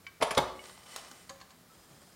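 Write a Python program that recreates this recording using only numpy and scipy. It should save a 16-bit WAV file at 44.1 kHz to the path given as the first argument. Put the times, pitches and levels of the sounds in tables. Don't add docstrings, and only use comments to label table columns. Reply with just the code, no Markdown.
import sys
import numpy as np
from scipy import signal
from scipy.fft import rfft, irfft
from scipy.io import wavfile
from scipy.ndimage import uniform_filter1d

SR = 44100
rng = np.random.default_rng(int(sys.argv[2]) if len(sys.argv) > 2 else 0)


def digitize_waveform(pressure):
    field = np.atleast_2d(pressure).T
    bounded = np.clip(field, -1, 1)
    quanta = np.round(bounded * 32767).astype(np.int16)
    wavfile.write(sys.argv[1], SR, quanta)


N = 94815
TIME = np.arange(N) / SR
CUTOFF_HZ = 15850
# (pitch [Hz], level [dB])
METAL_CRACK = [(200, -26), (700, -6), (1700, 10), (5000, 2), (7000, -3.5), (15000, -29)]


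def from_db(db):
    return 10 ** (np.asarray(db) / 20)


def at_hz(points, hz, column=1):
    table = np.array(points)
    return np.interp(np.log(hz + 1), np.log(table[:, 0]), table[:, column])


def noise(colour, size, peaks=()):
    hz = np.fft.rfftfreq(size, 1 / SR)
    lift_db = sum(boost / (1 + (2 * (hz - centre) / width) ** 2) for centre, width, boost in peaks)
    gain = from_db(at_hz(colour, hz) + lift_db)
    return irfft(rfft(rng.standard_normal(size)) * gain, size) / np.sqrt(np.mean(gain ** 2))


def narrow_noise(centre, width):
    hz = np.fft.rfftfreq(N, 1 / SR)
    band = irfft(rfft(rng.standard_normal(N)) / (1 + (2 * (hz - centre) / width) ** 2), N)
    return band / band.std()


def sliding(swell, colour, peaks, rough_db, grains_hz):
    grain = np.interp(TIME * grains_hz, np.arange(SR), rng.standard_normal(SR))
    level_db = np.interp(TIME, *np.transpose(swell)) + rough_db * grain
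    return noise(colour, N, peaks) * from_db(level_db)


def struck(hits, tones, crack, crack_db, crack_t60, ring_db, attack_s):
    spread_db = 2.5
    ring_spill_db = -6
    out, t = np.zeros((2, N + SR)), TIME[:SR // 2]
    rings = np.array([from_db(db + ring_db - 60 * t / t60) * np.sin(2 * np.pi * hz * t)
                      for hz, db, t60 in tones])
    rise = 1 - np.exp(-t / attack_s)
    for time_s, db, bright_hz in hits:
        ring = from_db(spread_db * rng.standard_normal(len(tones))) @ rings
        snap = noise(crack, len(t)) * from_db(crack_db - 60 * t / crack_t60)
        blow = snap + np.array([ring, from_db(ring_spill_db) * ring])
        soften = signal.butter(2, min(bright_hz, CUTOFF_HZ), fs=SR, output="sos")
        start = int(time_s * SR)
        out[:, start:start + len(t)] += from_db(db) * signal.sosfilt(soften, blow * rise)
    return out[:, :N]


def evened(tail, width_hz=15):
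    spectrum = rfft(tail)
    power = abs(spectrum) ** 2 + 1e-12
    near, wide = uniform_filter1d(power, size=width_hz), uniform_filter1d(power, size=10 * width_hz)
    return irfft(spectrum * np.sqrt(wide / near), SR)[:SR // 2]


def room_echo(sound, build_s=0.0094):
    # (pitch [Hz], level [dB], fade time [s])
    fades = [(60, -3, 0.46), (240, -9.5, 0.58), (487, -4, 0.61), (990, -3.5, 0.47), (2000, -4, 0.41),
             (4100, -8, 0.43), (8200, -5.5, 0.31), (15000, -12, 0.21)]
    t, hz = TIME[:SR], np.fft.rfftfreq(SR, 1 / SR)
    white, tail = rfft(rng.standard_normal(SR)), 0
    for centre in 31.25 * 2 ** np.arange(10):
        octave = np.clip(1 - abs(np.log2((hz + 1) / centre)), 0, 1)
        band = irfft(white * octave, SR)
        t60 = at_hz(fades, centre, column=2)
        envelope = from_db(-60 * t / t60) * (1 - np.exp(-t / build_s))
        tail = tail + band * envelope / np.linalg.norm(envelope) * from_db(at_hz(fades, centre))
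    return signal.fftconvolve(sound, evened(tail))[:N]


def room_tone():
    # (pitch [Hz], level [dB])
    air = [(35, 1), (60, 1), (486, -5.5), (953, -10), (1120, -7), (1290, -8), (2010, -11.5), (2250, -12),
           (2780, -16), (4740, -13.5), (5980, -17), (6560, -15.5), (15500, -19)]
    # (pitch [Hz], width [Hz], level [dB])
    hum = [(177, 30, -70), (248.8, 7.2, -75)]
    hiss = from_db(-60.5) * noise(air, N)
    return hiss + sum(from_db(db) * narrow_noise(hz, width) for hz, width, db in hum)


def handling_bumps(width_hz=45):
    # (time [s], level [dB], pitch [Hz], half-length [s])
    bumps = [(1.125, -58, 272, 0.017), (1.72, -65, 1321, 0.024), (1.926, -60.5, 149, 0.042)]
    return sum(from_db(db) * narrow_noise(hz, width_hz) * np.exp(-((TIME - time_s) / half_s) ** 2)
               for time_s, db, hz, half_s in bumps)


def finger_rub():
    # (time [s], level [dB])
    swell = [(1.6, -98), (1.72, -65), (1.9, -61.5), (2.15, -61)]
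    # (pitch [Hz], level [dB])
    colour = [(150, 3), (600, 4.5), (2600, -8), (7000, -8), (15000, -20)]
    # (pitch [Hz], width [Hz], boost [dB])
    peaks = [(3230, 160, 12), (5020, 180, 13.5), (7200, 280, 7.5), (8300, 220, 11.5), (8860, 200, 12)]
    return sliding(swell, colour, peaks, rough_db=2.5, grains_hz=58.25)


def string_slide():
    # (time [s], level [dB])
    swell = [(.2, -88), (.5, -79), (.61, -63), (.69, -56.5), (.81, -68.5), (.93, -56.5), (1.06, -65.5),
             (1.22, -63), (1.36, -79), (1.65, -84)]
    # (pitch [Hz], level [dB])
    colour = [(1000, -2), (4000, -1), (8000, -2), (15000, -10)]
    # (pitch [Hz], width [Hz], boost [dB])
    peaks = [(7280, 270, 16), (8460, 250, 17), (8820, 320, 14), (10530, 350, 16), (12500, 590, 9)]
    return sliding(swell, colour, peaks, rough_db=1.4, grains_hz=209)


def sleeve_brush():
    # (time [s], level [dB])
    swell = [(.2, -92), (.5, -68.5), (.66, -55.5), (.82, -63), (.9, -53.5), (.97, -50), (1.05, -56.5),
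             (1.15, -57), (1.27, -64.5), (1.38, -67.5), (1.64, -74.5), (2.15, -75)]
    # (pitch [Hz], level [dB])
    colour = [(150, -11.5), (600, 3.5), (1200, -3.5), (2600, -4), (5000, -5), (7000, -10.5), (9000, -9.5),
              (11500, -21), (15500, -31)]
    # (pitch [Hz], width [Hz], boost [dB])
    peaks = [(1200, 70, 13), (2002, 100, 11), (3017, 80, 13.5), (5550, 360, 6.5), (8300, 140, 8)]
    return sliding(swell, colour, peaks, rough_db=2.0, grains_hz=141)


def strings_ring(start_s=1.303, level_db=-47.5, pitch_hz=546, t60=0.34):
    t = np.maximum(TIME - start_s, 0)
    return from_db(level_db - 60 * t / t60) * np.sin(2 * np.pi * pitch_hz * t)


def frame_taps():
    # (time [s], level [dB], brightness [Hz])
    hits = [(1.2932, -3, 9100), (1.2963, -2.5, 8150), (1.3059, -1.5, 1800), (1.402, -9, 5000),
            (1.4125, -4.5, 5100), (1.505, -11.5, 7500)]
    # (pitch [Hz], level [dB], fade time [s])
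    tones = [(780, -52.5, .17), (1050, -52, 0.14), (1110, -50.5, 0.061), (1208, -49.5, 0.075),
             (1595, -53, 0.16), (1717, -57, 0.12), (2210, -49, 0.027), (4350, -44, 0.043),
             (4500, -47.5, 0.02), (6520, -44.5, 0.025)]
    # (pitch [Hz], level [dB])
    crack = [(90, 2.5), (330, -8.5), (1100, -1), (2200, -4.5), (2700, -6), (4600, -2), (5700, -8.5),
             (7200, -1.5), (10000, -11.5), (15000, -13)]
    return struck(hits, tones, crack, crack_db=-40, crack_t60=0.057, ring_db=0.5, attack_s=0.00085)


def string_ticks():
    # (time [s], level [dB], brightness [Hz])
    hits = [(.3493, 1.5, 7500), (.6396, -11.5, 4930), (.6565, -10.5, 6860), (.695, -6.5, 4000),
            (.777, -12, 3520), (.859, -17, 3030), (.9616, 2.5, 15000), (1.048, -14, 7800),
            (1.1135, -10, 14100)]
    # (pitch [Hz], level [dB], fade time [s])
    tones = [(820, -55, 0.031), (1073, -44, 0.069), (1480, -46, 0.055), (4150, -41.5, 0.019),
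             (5100, -51, 0.015), (6580, -32, 0.01)]
    # (pitch [Hz], level [dB])
    crack = [(200, -35), (800, 8), (2700, -5.5), (4200, 4.5), (7000, -1.5), (9500, -6), (15000, -9)]
    return struck(hits, tones, crack, crack_db=-33.5, crack_t60=0.029, ring_db=-3.5, attack_s=0.0001)


def metal_ping():
    # (time [s], level [dB], brightness [Hz])
    hits = [(.0455, -20, 4070), (.0665, 3, 9100)]
    # (pitch [Hz], level [dB], fade time [s])
    tones = [(1104, -51.5, 0.21), (1590, -55.5, 0.33), (2292, -39.5, 0.076), (3020, -46.5, 0.081),
             (4750, -52, 0.032)]
    return struck(hits, tones, METAL_CRACK, crack_db=-47.5, crack_t60=0.049, ring_db=-2.5, attack_s=0.00013)


def metal_tink():
    # (time [s], level [dB], brightness [Hz])
    hits = [(.592, -2.5, 6900)]
    # (pitch [Hz], level [dB], fade time [s])
    tones = [(2223, -40, 0.088), (2930, -42, 0.076)]
    return struck(hits, tones, METAL_CRACK, crack_db=-54, crack_t60=0.03, ring_db=-0.5, attack_s=0.0002)


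def lever_snap():
    # (time [s], level [dB], brightness [Hz])
    hits = [(.2035, -12.5, 710), (.2096, -13.5, 5950), (.2134, -6, 4560), (.2173, -6, 930),
            (.2216, -1, 4130), (.2236, -0.5, 11900), (.2282, -3, 11200), (.3068, -7, 12800),
            (.3113, -7.5, 10000)]
    # (pitch [Hz], level [dB], fade time [s])
    tones = [(159, -40, 0.12), (272, -40, 0.085), (430, -33, 0.11), (633, -24, 0.05), (736, -35, 0.12),
             (1074, -29, 0.048), (1480, -38, 0.043), (2155, -35.5, 0.03), (2995, -35.5, 0.076),
             (5175, -30.5, 0.026), (7350, -38, 0.044), (9710, -31.5, 0.064), (11280, -44, .04),
             (12250, -43, .05)]
    # (pitch [Hz], level [dB])
    crack = [(50, -14), (90, -5.5), (300, -4), (700, 0), (1500, -1.5), (5000, -9.5), (6500, -16),
             (12000, -20), (14000, -30)]
    return struck(hits, tones, crack, crack_db=-22, crack_t60=0.048, ring_db=0.9, attack_s=0.00094)


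def clamp_clack():
    # (time [s], level [dB], brightness [Hz])
    hits = [(.3715, -5.5, 6000), (.3736, 1, 1260), (.3753, -4, 4100), (.3771, -0.5, 12900),
            (.3835, -6.5, 5130), (.3855, -4.5, 2000)]
    # (pitch [Hz], level [dB], fade time [s])
    tones = [(60.2, -43.5, 0.42), (146, -27.5, 0.1), (240, -34, 0.069), (368.5, -38, 0.42),
             (420, -27.5, 0.085), (490, -28, 0.027), (586, -37.5, 0.073), (666, -32.5, 0.034),
             (844, -30, 0.11), (948, -30, 0.11), (1060, -40, .06), (1203, -36, 0.098), (1570, -33, 0.088),
             (2168, -27, 0.062), (3220, -32, 0.035), (3441, -31.5, 0.06), (3494, -31, 0.08),
             (3760, -26.5, 0.053), (3970, -34, 0.075), (6070, -31, 0.026), (7370, -34, 0.048),
             (9500, -28, 0.026), (9470, -30, .03), (12165, -38, 0.079), (14870, -47, .05)]
    # (pitch [Hz], level [dB])
    crack = [(50, -31), (90, -21), (165, 4), (300, -3), (520, 2), (1300, -5), (2600, -13), (3700, -10.5),
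             (5000, -12.5), (9000, -20.5), (14000, -28.5)]
    return struck(hits, tones, crack, crack_db=-19, crack_t60=0.052, ring_db=-1.45, attack_s=0.0008)


def scene():
    lever, clamp = lever_snap(), clamp_clack()
    metal = metal_ping() + metal_tink()
    ticks, frame = string_ticks(), frame_taps()
    direct, _ = lever + clamp + metal + ticks + frame
    _, spill = (from_db(0.8) * lever + from_db(-1) * (clamp + frame)
                + from_db(-1.5) * metal + from_db(1.6) * ticks)
    handling = sleeve_brush() + string_slide() + finger_rub() + strings_ring() + handling_bumps()
    return (direct + room_echo(spill) + handling + room_tone())[None]


def record(dry):
    bass_cut = signal.butter(3, 48, "high", fs=SR, output="sos")
    treble_cut = signal.ellip(12, .1, 80, CUTOFF_HZ, fs=SR, output="sos")
    return signal.sosfilt(treble_cut, signal.sosfilt(bass_cut, dry))


dry = scene()
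out = record(dry)
digitize_waveform(out)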